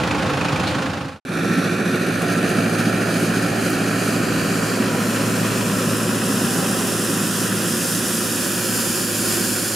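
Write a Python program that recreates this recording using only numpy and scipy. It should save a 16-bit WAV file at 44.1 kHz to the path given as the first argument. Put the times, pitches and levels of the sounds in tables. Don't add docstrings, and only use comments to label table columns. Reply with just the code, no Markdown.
import sys
import numpy as np
from scipy import signal
from scipy.fft import rfft, irfft, next_fast_len
from scipy.io import wavfile
from scipy.ndimage import map_coordinates

SR = 44100
rng = np.random.default_rng(int(sys.argv[2]) if len(sys.argv) > 2 else 0)


def transcribe(signal):
    frames = np.atleast_2d(signal).T
    limited = np.clip(frames, -1, 1)
    pcm = np.round(limited * 32767).astype(np.int16)
    wavfile.write(sys.argv[1], SR, pcm)


N = 429975
TIME = np.arange(N) / SR
FFT_SIZE = next_fast_len(N)
BIN_HZ = np.maximum(np.arange(FFT_SIZE // 2 + 1) * SR / FFT_SIZE, 1)

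# pitch in Hz, relative dB.
CLATTER_COLOUR = [(350, -41), (600, -14), (798, -0.5), (953, -6.5), (1450, -5), (1830, -10), (2200, -13.5),
                  (2450, -10), (2650, -11.5), (3300, -16), (3700, -16.5), (4370, -18), (6150, -24.5),
                  (7000, -24.5), (7600, -28), (8600, -28.5), (9000, -27.5), (9500, -31), (15500, -46)]


def from_db(db):
    return 10 ** (np.asarray(db) / 20)


def rms_one(x):
    return x / np.sqrt(np.mean(x ** 2) + 1e-20)


def in_time(rows):
    times, *columns = np.transpose(rows)
    return [np.interp(TIME, times, column) for column in columns]


def response(points):
    hz, db = np.transpose(points)
    return from_db(np.interp(np.log(BIN_HZ), np.log(hz), db))


def pan(left_db):
    return from_db(left_db * np.array([[.5], [-.5]]))


def noise():
    return rng.standard_normal((2, N))


def grains(per_s, spread_db):
    sizes = from_db(spread_db * np.minimum(rng.exponential(1, N), 4))
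    return noise() * sizes * (rng.random(N) < per_s / SR)


def drift(rate_hz):
    grid = TIME[::40]
    hz = np.arange(len(grid) // 2 + 1) / grid[-1]
    spectrum = rfft(rng.standard_normal(len(grid))) / (1 + (hz / rate_hz) ** 2)
    return np.interp(TIME, grid, rms_one(irfft(spectrum, len(grid))))


def colour(source, spectrum, width=None):
    # pitch in Hz, side minus mid in dB.
    usual_width = [(60, -2), (99, -3.5), (160, -16.5), (270, -21), (450, -18), (740, -1), (1220, -9),
                   (2010, -11), (3330, -9.5), (5500, -10.5), (9080, -9), (15000, -4)]
    # pitch in Hz, left minus right in dB.
    balance = [(60, 3), (110, 0), (200, -1), (380, -3), (700, -3.5), (1290, -3.5), (2380, -0.5), (4400, -1),
               (8120, -0.5), (15000, -1.0)]
    low_hz, high_hz = spectrum[0][0], spectrum[-1][0]
    roll_off = np.minimum(1, np.minimum(BIN_HZ / low_hz, high_hz / BIN_HZ)) ** 6
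    mid, side = rfft(source, FFT_SIZE) * response(spectrum) * roll_off
    side = side * response(width or usual_width)
    lean = np.sqrt(response(balance))
    pair = irfft(np.array([(mid + side) * lean, (mid - side) / lean]), FFT_SIZE)[:, :N]
    return pair / np.std(pair.mean(axis=0))


def tone(turns, waver, flutter_db):
    wave = np.sin(2 * np.pi * turns + waver * drift(4.2))
    return rms_one(wave * from_db(flutter_db * np.tanh(drift(4))))


def strokes(turns, depth, decay, uneven_db, rise=.62):
    chance = 2 * np.tanh(rng.standard_normal(2000) / 2)
    strength = from_db(uneven_db * chance)[np.floor(turns).astype(int) % len(chance)]
    phase = turns % 1
    shape = (1 - np.exp(-phase / rise)) * np.exp(-phase / decay) * (1 - phase)
    return rms_one(1 + depth * strength * shape / shape.max())


def swell(peak_s, db, rise_s, fall_s):
    width_s = np.where(TIME < peak_s, rise_s, fall_s)
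    return from_db(db) * np.sqrt(.5) ** (((TIME - peak_s) / width_s) ** 2)


def bursts(rows, decay_s):
    return sum(from_db(db) * np.exp(-np.clip((TIME - s) / decay_s, 0, 20)) * (TIME >= s)
               for s, db in rows)


def surge(rows):
    return from_db(sum(db * np.exp(-((TIME - s) / half_s) ** 2) for s, db, half_s in rows))


def even_out(x, ceiling, window_s):
    window = signal.windows.hann(int(window_s * SR))
    power = signal.fftconvolve(x.mean(axis=0) ** 2, window / window.sum(), "same")
    held = x / (1 + (power / ceiling ** 2) ** 2) ** .25
    return held / np.std(held.mean(axis=0))


def moving_bands(x, bands):
    hz, frame_s, frames = signal.stft(x, SR, nperseg=1024)
    gain_db = 0
    for half_width_hz, rows in bands:
        times, centre_hz, db = np.transpose(rows)
        offset = (hz[:, None] - np.interp(frame_s, times, centre_hz)) / half_width_hz
        gain_db = gain_db + np.interp(frame_s, times, db) * np.exp(-np.minimum(offset ** 2, 20))
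    return signal.istft(frames * from_db(gain_db), SR)[1][:, :N]


def smooth_step(middle_s, turn_s):
    return .5 + .5 * np.tanh((TIME - middle_s) / turn_s)


def view():
    return 2 * smooth_step(middle_s=5.77, turn_s=2.7)


def by_view(front, flank, rear):
    return np.interp(view(), [0, 1, 2], [front, flank, rear])


def passing_gain(front_db, flank_db, rear_db):
    speed_m_per_s, nearest_m, nearest_s = 3.1, 16.1, 3.85
    relative_distance = np.hypot(1, speed_m_per_s * (TIME - nearest_s) / nearest_m)
    return from_db(by_view(front_db, flank_db, rear_db)) / relative_distance


def reflection(x):
    # time in seconds, delay in milliseconds, share of its full strength.
    echo_path = [(1.3, .592, 1), (1.8, .58, 1), (2.2, .546, 1), (3, .538, .9), (4, .536, .6),
                 (4.7, .556, .2), (5.2, .556, 0)]
    delay_ms, share = in_time(echo_path)
    strength = .37 * share
    echo = np.array([map_coordinates(channel, [(TIME - delay_ms / 1000) * SR], order=3) for channel in x])
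    return (x - strength * echo) / np.sqrt(1 + strength ** 2)


def bodywork():
    # pitch in Hz, relative level in dB.
    hiss_colour = [(3800, -9), (4200, -14), (4650, -0.5), (5000, -10), (5500, -18)]
    hopper_colour = [(690, -6), (740, -8), (772, 6), (810, -1), (850, -6)]
    boom_colour = [(200, -1), (245, -11), (280, -1), (335, -22), (390, -1), (440, -11), (480, -28)]
    hiss = swell(4.76, db=-39, rise_s=.7, fall_s=.08) * colour(noise(), hiss_colour)
    drone = swell(6.68, db=-40, rise_s=.35, fall_s=.22) * colour(noise(), hopper_colour)
    boom = swell(6.5, db=-34.5, rise_s=1.05, fall_s=.84) * colour(noise(), boom_colour)
    return hiss + drone + boom


def wheels():
    # peak time in seconds, level in dB, rise and fall in seconds.
    crunches = [(2.22, -41, .03, 0.036), (3.23, -33.5, 0.047, 0.036), (3.69, -34.5, 0.07, 0.054),
                (4.07, -33.5, 0.084, .05)]
    # start in seconds, level in dB.
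    snaps = [(1.957, -33.5), (2.065, -35), (2.218, -31), (2.491, -31.5), (2.695, -34), (3.363, -32),
             (3.422, -32), (3.994, -32)]
    stones = [(3.7, -30.5)]
    # pitch in Hz, relative level in dB.
    snap_colour = [(2500, 2), (5000, 1.5), (8000, 1), (10500, 1), (13000, -6), (15500, -19)]
    stone_colour = [(6000, -14), (10000, -3), (12000, 3), (13500, 1), (15500, -10)]
    tyre_colour = [(15, -23), (30, -19), (42, -10), (60, -4), (80, -5), (100, 5), (135, 5.5), (170, -23)]
    stubble_gain = np.hypot(bursts(snaps, decay_s=.011), sum(swell(*row) for row in crunches))
    stubble = reflection(stubble_gain * colour(noise(), snap_colour))
    ping = bursts(stones, decay_s=.007) * colour(noise(), stone_colour)
    jolt = swell(4.35, db=-40, rise_s=.2, fall_s=.2)
    rolling = np.hypot(passing_gain(-43, -45, -41), jolt) * colour(noise(), tyre_colour)
    return stubble + ping + rolling


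def bucket():
    # pitch in Hz, relative level in dB.
    scrape_colour = [(2500, 1), (3700, 2), (4300, 6), (5000, -5), (7000, -11), (11000, -19), (15000, -33)]
    return swell(.682, db=-28.5, rise_s=.01, fall_s=.014) * colour(noise(), scrape_colour)


def loader():
    # pitch in Hz, relative level in dB.
    rumble_colour = [(24, -49), (40, -44), (76, -7.5), (135, -1), (198, -1), (236, -5.5), (271, -2),
                     (301, -2.5), (363, -11), (509, -10), (650, -12), (840, -42), (1430, -120)]
    knock_colour = [(1100, 3), (1450, 6), (2150, 5), (2450, 16), (2800, 3), (3700, -12), (7000, -8),
                    (12000, -35)]
    # start in seconds, level in dB.
    hardest = [(.036, -26), (.111, -21.5), (.148, -25), (.293, -26), (.333, -26), (.411, -24), (.453, -27),
               (.484, -23.5), (.560, -28), (.862, -27), (1.012, -26.5)]
    # pitch in Hz, relative level in dB.
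    pump_tones = [(54, -29), (89.5, -15), (188, -27), (520, -9), (827, -23), (1084, -15), (1322, -18),
                  (1460, -22), (2490, -41)]
    # pitch in Hz, side minus mid in dB.
    width = [(60, -5.5), (130, -17), (290, -21), (640, -11), (1410, -9), (3100, -10.5), (6820, -9),
             (15000, -7)]
    firing_hz, first_firing_s = 26.7, .033
    firings = (TIME - first_firing_s) * firing_hz
    rumble = colour(noise() * strokes(firings, depth=.088, decay=.76, uneven_db=0), rumble_colour, width)
    knock = strokes(firings, depth=.75, decay=.33, uneven_db=2, rise=.15)
    clatter = colour(noise() * knock, CLATTER_COLOUR, width)
    hard_knocks = bursts(hardest, decay_s=.009) * colour(noise(), knock_colour, width)
    whine = sum(from_db(db) * tone(hz * TIME, waver=2.9, flutter_db=.5) for hz, db in pump_tones)
    return from_db(-22.5) * rumble + from_db(-25) * (whine + clatter) + hard_knocks


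def firing_count():
    # time in seconds, firings per second.
    engine_speed = [(1.25, 56.15), (3.5, 55.82), (6, 56.1), (8, 55.3), (8.7, 55.3), (9.3, 54.7),
                    (9.75, 55.2)]
    return np.cumsum(in_time(engine_speed)[0]) / SR


def gearbox(firings):
    teeth_per_firing, upper_ratio = 17.46, 1.113
    teeth = teeth_per_firing * firings
    alongside = swell(4.92, db=-39, rise_s=.11, fall_s=.27)
    leaving = swell(7.6, db=-50.5, rise_s=1.2, fall_s=3)
    behind = swell(9.4, db=-47.5, rise_s=.4, fall_s=2)
    lower = (alongside + leaving) * tone(teeth, waver=.55, flutter_db=3.5)
    return lower + behind * tone(upper_ratio * teeth, waver=.6, flutter_db=3)


def lime_spray():
    # pitch in Hz, relative level in dB.
    flank_colour = [(3600, -10), (4400, -2.5), (5200, -1), (6200, -.5), (7400, -0.5), (8600, 1), (9200, 0),
                    (10300, -1.5), (11200, -3), (12600, -4.5), (14500, -9.5), (15500, -17)]
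    rear_colour = [(3500, -9), (4000, 1.5), (4600, -2.5), (5200, -3.5), (6200, -1.5), (7200, 0.5),
                   (8200, -1.5), (9100, 0.5), (10000, -2.5), (11300, -1.5), (11900, -2.5), (14500, -8),
                   (15500, -13)]
    # half width in Hz, then points of seconds, centre Hz, lift dB.
    rings = [(480, [(5.2, 5240, -0.5), (6, 5250, 3.5), (8, 5330, 0.5), (9, 5000, 5)]),
             (480, [(4.7, 7250, 7), (5, 7200, 3.5), (6, 7350, 4), (8.1, 7340, 1.5), (8.9, 7240, 4)]),
             (480, [(5.6, 9900, -0.5), (6, 10100, 4.5), (7.8, 10500, 4), (9, 9980, 6.5)])]
    # time in seconds, change in dB, half length in seconds.
    flow_changes = [(4.87, -3, .08), (6.18, -0.5, .05), (6.5, 0.5, 0.29), (7.53, -2.5, 0.068),
                    (7.9, 1, 0.1)]
    sideways = colour(grains(per_s=30000, spread_db=-1), flank_colour)
    backward = colour(grains(per_s=30000, spread_db=-1), rear_colour)
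    spurts = from_db(.25 * drift(70) + .45 * drift(8.7)) * surge(flow_changes)
    discs_in_view = smooth_step(middle_s=8.37, turn_s=.16)
    spray = np.sqrt(1 - discs_in_view) * sideways + np.sqrt(discs_in_view) * backward
    return swell(9, db=-26, rise_s=2.5, fall_s=1) * spurts * reflection(moving_bands(spray, rings))


def engine_hiss(knock):
    # pitch in Hz, relative level in dB.
    hiss_colour = [(2700, -12), (3300, 6.5), (4500, 0), (5300, 1), (6100, -0.5), (7000, -3.5), (8500, -4.5),
                   (10200, -3), (12000, -9.5), (14000, -16), (15500, -26)]
    hiss = reflection(colour(grains(per_s=16000, spread_db=-1.3) * knock ** .5, hiss_colour))
    flicker = from_db(1.2 * drift(17))
    return swell(3.5, db=-34, rise_s=2, fall_s=2) * flicker * hiss


def exhaust(cycles):
    # vibrations per engine cycle, relative level in dB.
    hum_tones = [(4, -24.5), (8, 0)]
    middle_tones = [(11, -19.5), (12, -5.5), (13, -7), (15, -16.5), (16, -11.5), (17, -15.5)]
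    whine_tones = [(20, -21.5), (25, -18.5), (26, -11.5), (29, -24.5), (39, -17), (96, -15.5)]
    # time in seconds, level in dB.
    hum_levels = [(1.35, -38), (2, -34.5), (3, -32.5), (4, -32), (4.6, -33), (5.5, -29.5), (6.5, -34),
                  (7.6, -35), (8.2, -40), (8.6, -38), (9.7, -35.5)]

    def tones(rows, waver, flutter_db):
        return sum(from_db(db) * tone(multiple * cycles, waver, flutter_db) for multiple, db in rows)

    hum = rms_one(tones(hum_tones, waver=.16, flutter_db=1.5)) * from_db(in_time(hum_levels)[0])
    overtones = tones(middle_tones, waver=.35, flutter_db=2.5)
    whine = tones(whine_tones, waver=.5, flutter_db=4)
    upper = overtones * from_db(.55 * drift(25)) + whine * from_db(-3 * view())
    trailer_shadow = from_db(-11 * smooth_step(middle_s=8.5, turn_s=.4))
    return (hum + passing_gain(-22.5, -30.5, -23) * trailer_shadow * upper) * pan(-.9)


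def engine_clatter(knock, front, flank, rear):
    # pitch in Hz, relative level in dB.
    front_colour = [(530, -35), (900, -35), (1030, -12), (1300, -3.5), (1470, 0.5), (1590, -3.5),
                    (1850, -3.5), (2090, -19), (2290, -6.5), (2420, -5), (2830, -13), (3160, -16.5),
                    (3550, -15), (4100, -21), (4420, -42), (7480, -120)]
    flank_colour = [(500, -48), (850, -8), (885, -36), (965, -0.5), (1100, -1), (1260, 0.5), (1310, 2.5),
                    (1470, 0), (1810, -1.5), (2100, -10.5), (2440, -3.5), (2800, -4.5), (3210, -9.5),
                    (3650, -19), (4200, -9.5), (5460, -49), (9240, -120)]
    rear_colour = [(500, -38), (850, -30), (897, -24), (940, -4), (1010, -12), (1040, -10), (1200, -6),
                   (1450, 2), (1690, 0), (2070, -7), (2290, -4), (2550, -4.5), (2800, -5), (3300, -5),
                   (3900, -8.5), (4300, -15), (5460, -38), (9240, -120)]
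    return (front * from_db(2) * colour(noise() * knock, front_colour)
            + flank * from_db(1.5) * colour(noise() * knock ** 1.2, flank_colour)
            + rear * from_db(2.5) * colour(grains(per_s=9000, spread_db=1.5), rear_colour))


def engine_rumble(firings, front, flank, rear):
    # pitch in Hz, relative level in dB.
    front_colour = [(76, -32), (120, -17), (138, -11), (168, -5), (249, -3), (285, 2.5), (330, -6),
                    (365, -14), (388, -8), (748, -11), (880, -19), (1000, -36), (1300, -35), (2200, -120)]
    flank_colour = [(76, -32), (130, -7.5), (157, -4), (210, 3), (276, -1), (330, -14), (371, -5),
                    (426, -12), (488, -6), (843, -23), (1000, -21.5), (1300, -25), (2200, -120)]
    rear_colour = [(76, -56), (130, -22.5), (150, -27), (184, -3), (242, -2), (276, -7.5), (365, -3.5),
                   (433, -19), (514, -8.5), (687, -23.5), (735, -16.5), (1000, -32.5), (1300, -54),
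                   (2200, -120)]
    # time in seconds, bass lift in dB.
    hard_chugs = [(1.44, 4.5), (1.502, 5), (1.578, 4), (1.667, 3.5), (1.727, 3), (1.802, 3), (2.455, 4.5),
                  (2.59, 5), (2.878, 4), (3.309, 4.5), (4.207, 4), (4.334, 4.5), (4.809, 4), (5.881, 4.5),
                  (5.938, 6.5), (6.1, 4.5), (6.133, 5), (6.172, 3.5), (6.298, 5), (6.46, 3.5), (6.594, 3.5),
                  (7.425, 4), (7.526, 4), (7.586, 4), (7.658, 4), (7.98, 5.5), (8.705, 4.5), (9.407, 4.5)]
    chug_half_s, bass_top_hz = .011, 360
    head_on = front ** 8
    throb = strokes(firings / 4 - .05, depth=1.1, decay=.7, uneven_db=1.5, rise=.35) ** head_on
    chug = strokes(firings / 2 - .43, depth=.45, decay=.7, uneven_db=1.5, rise=.28) ** (1 - head_on)
    drone = (front * from_db(-.7) * colour(noise(), front_colour)
             + flank * from_db(.6) * colour(noise(), flank_colour)
             + rear * from_db(-.5) * colour(noise(), rear_colour))
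    drone = even_out(drone, ceiling=1.15, window_s=.03)
    bass = signal.sosfiltfilt(signal.butter(2, bass_top_hz, fs=SR, output="sos"), drone)
    extra_bass = surge([(s, db, chug_half_s) for s, db in hard_chugs]) - 1
    return (drone + bass * extra_bass) * throb * chug


def tractor(firings):
    knock = strokes(firings, depth=.26, decay=.4, uneven_db=4.5)
    knock *= strokes(firings / 4, depth=.12, decay=.66, uneven_db=6)
    views = [np.sqrt(by_view(*side)) for side in np.eye(3)]
    rumble = passing_gain(-23, -22.5, -23.5) * engine_rumble(firings, *views)
    clatter = passing_gain(-29.5, -29, -29.5) * engine_clatter(knock, *views)
    engine = rumble + clatter + engine_hiss(knock) + exhaust((firings - 1) / 4)
    return engine * pan(by_view(-.3, 1.6, -.6))


def scene():
    # half width in Hz, then points of seconds, centre Hz, change in dB.
    hollows = [(45, [(7, 370, 3), (8.1, 360, -1), (9, 360, 1.5)]), (171, [(1.4, 670, -6), (2.1, 800, -4),
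               (2.7, 1050, -1), (3.7, 1090, -3), (4.5, 890, -1), (5.3, 720, 0.5), (6.5, 700, 1),
               (8, 720, -0.5), (9.2, 760, -0.5)]), (230, [(1.3, 5120, 0.5), (2.2, 5240, -2.5),
               (3, 5470, -2), (4.5, 5280, -1), (5, 5250, 2)]), (150, [(5.4, 2100, 2), (6.3, 2290, -8),
               (7.8, 2260, -7.5), (8.7, 2120, -8), (9.7, 2100, -4)]), (290, [(1.3, 3000, -7.5),
               (1.9, 3220, -5), (2.6, 3450, -6.5), (4.7, 3570, -9), (5.4, 3650, -1.5), (5.9, 4300, -3.5),
               (8, 4250, -4), (8.7, 3930, -9.5), (9.1, 3980, -7), (9.7, 3900, -7)])]
    # time in seconds, change in dB, half length in seconds.
    surges = [(1.544, 1.6, 0.1), (2.5, 1, 0.75), (5.3, 0.3, 0.41), (6.117, -1, 0.18), (8.802, 0.9, 0.11),
              (9.082, -1, 0.055), (9.36, 2, 0.12)]
    loader_end_s, fade_out_s = 1.2, .48
    tractor_start_s, fade_in_s = 1.251, .11
    firings = firing_count()
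    machine = tractor(firings) + gearbox(firings) + lime_spray() + wheels() + bodywork()
    spreading = surge(surges) * moving_bands(machine, hollows)
    loading = (loader() + bucket()) * pan(.3)
    background = from_db(-101) * colour(noise(), CLATTER_COLOUR)
    fade_out = np.clip((loader_end_s - TIME) / fade_out_s, 0, 1) ** .81
    fade_in = np.interp(TIME, [tractor_start_s, tractor_start_s + fade_in_s], [.39, 1], left=0)
    return background + fade_out * loading + fade_in * spreading


def record(dry):
    notch_hz, cutoff_hz = 7860, 15600
    notched = signal.lfilter(*signal.iirnotch(notch_hz, Q=60, fs=SR), dry)
    return signal.sosfilt(signal.ellip(10, .1, 90, cutoff_hz, fs=SR, output="sos"), notched)


dry = scene()
out = record(dry)
transcribe(out)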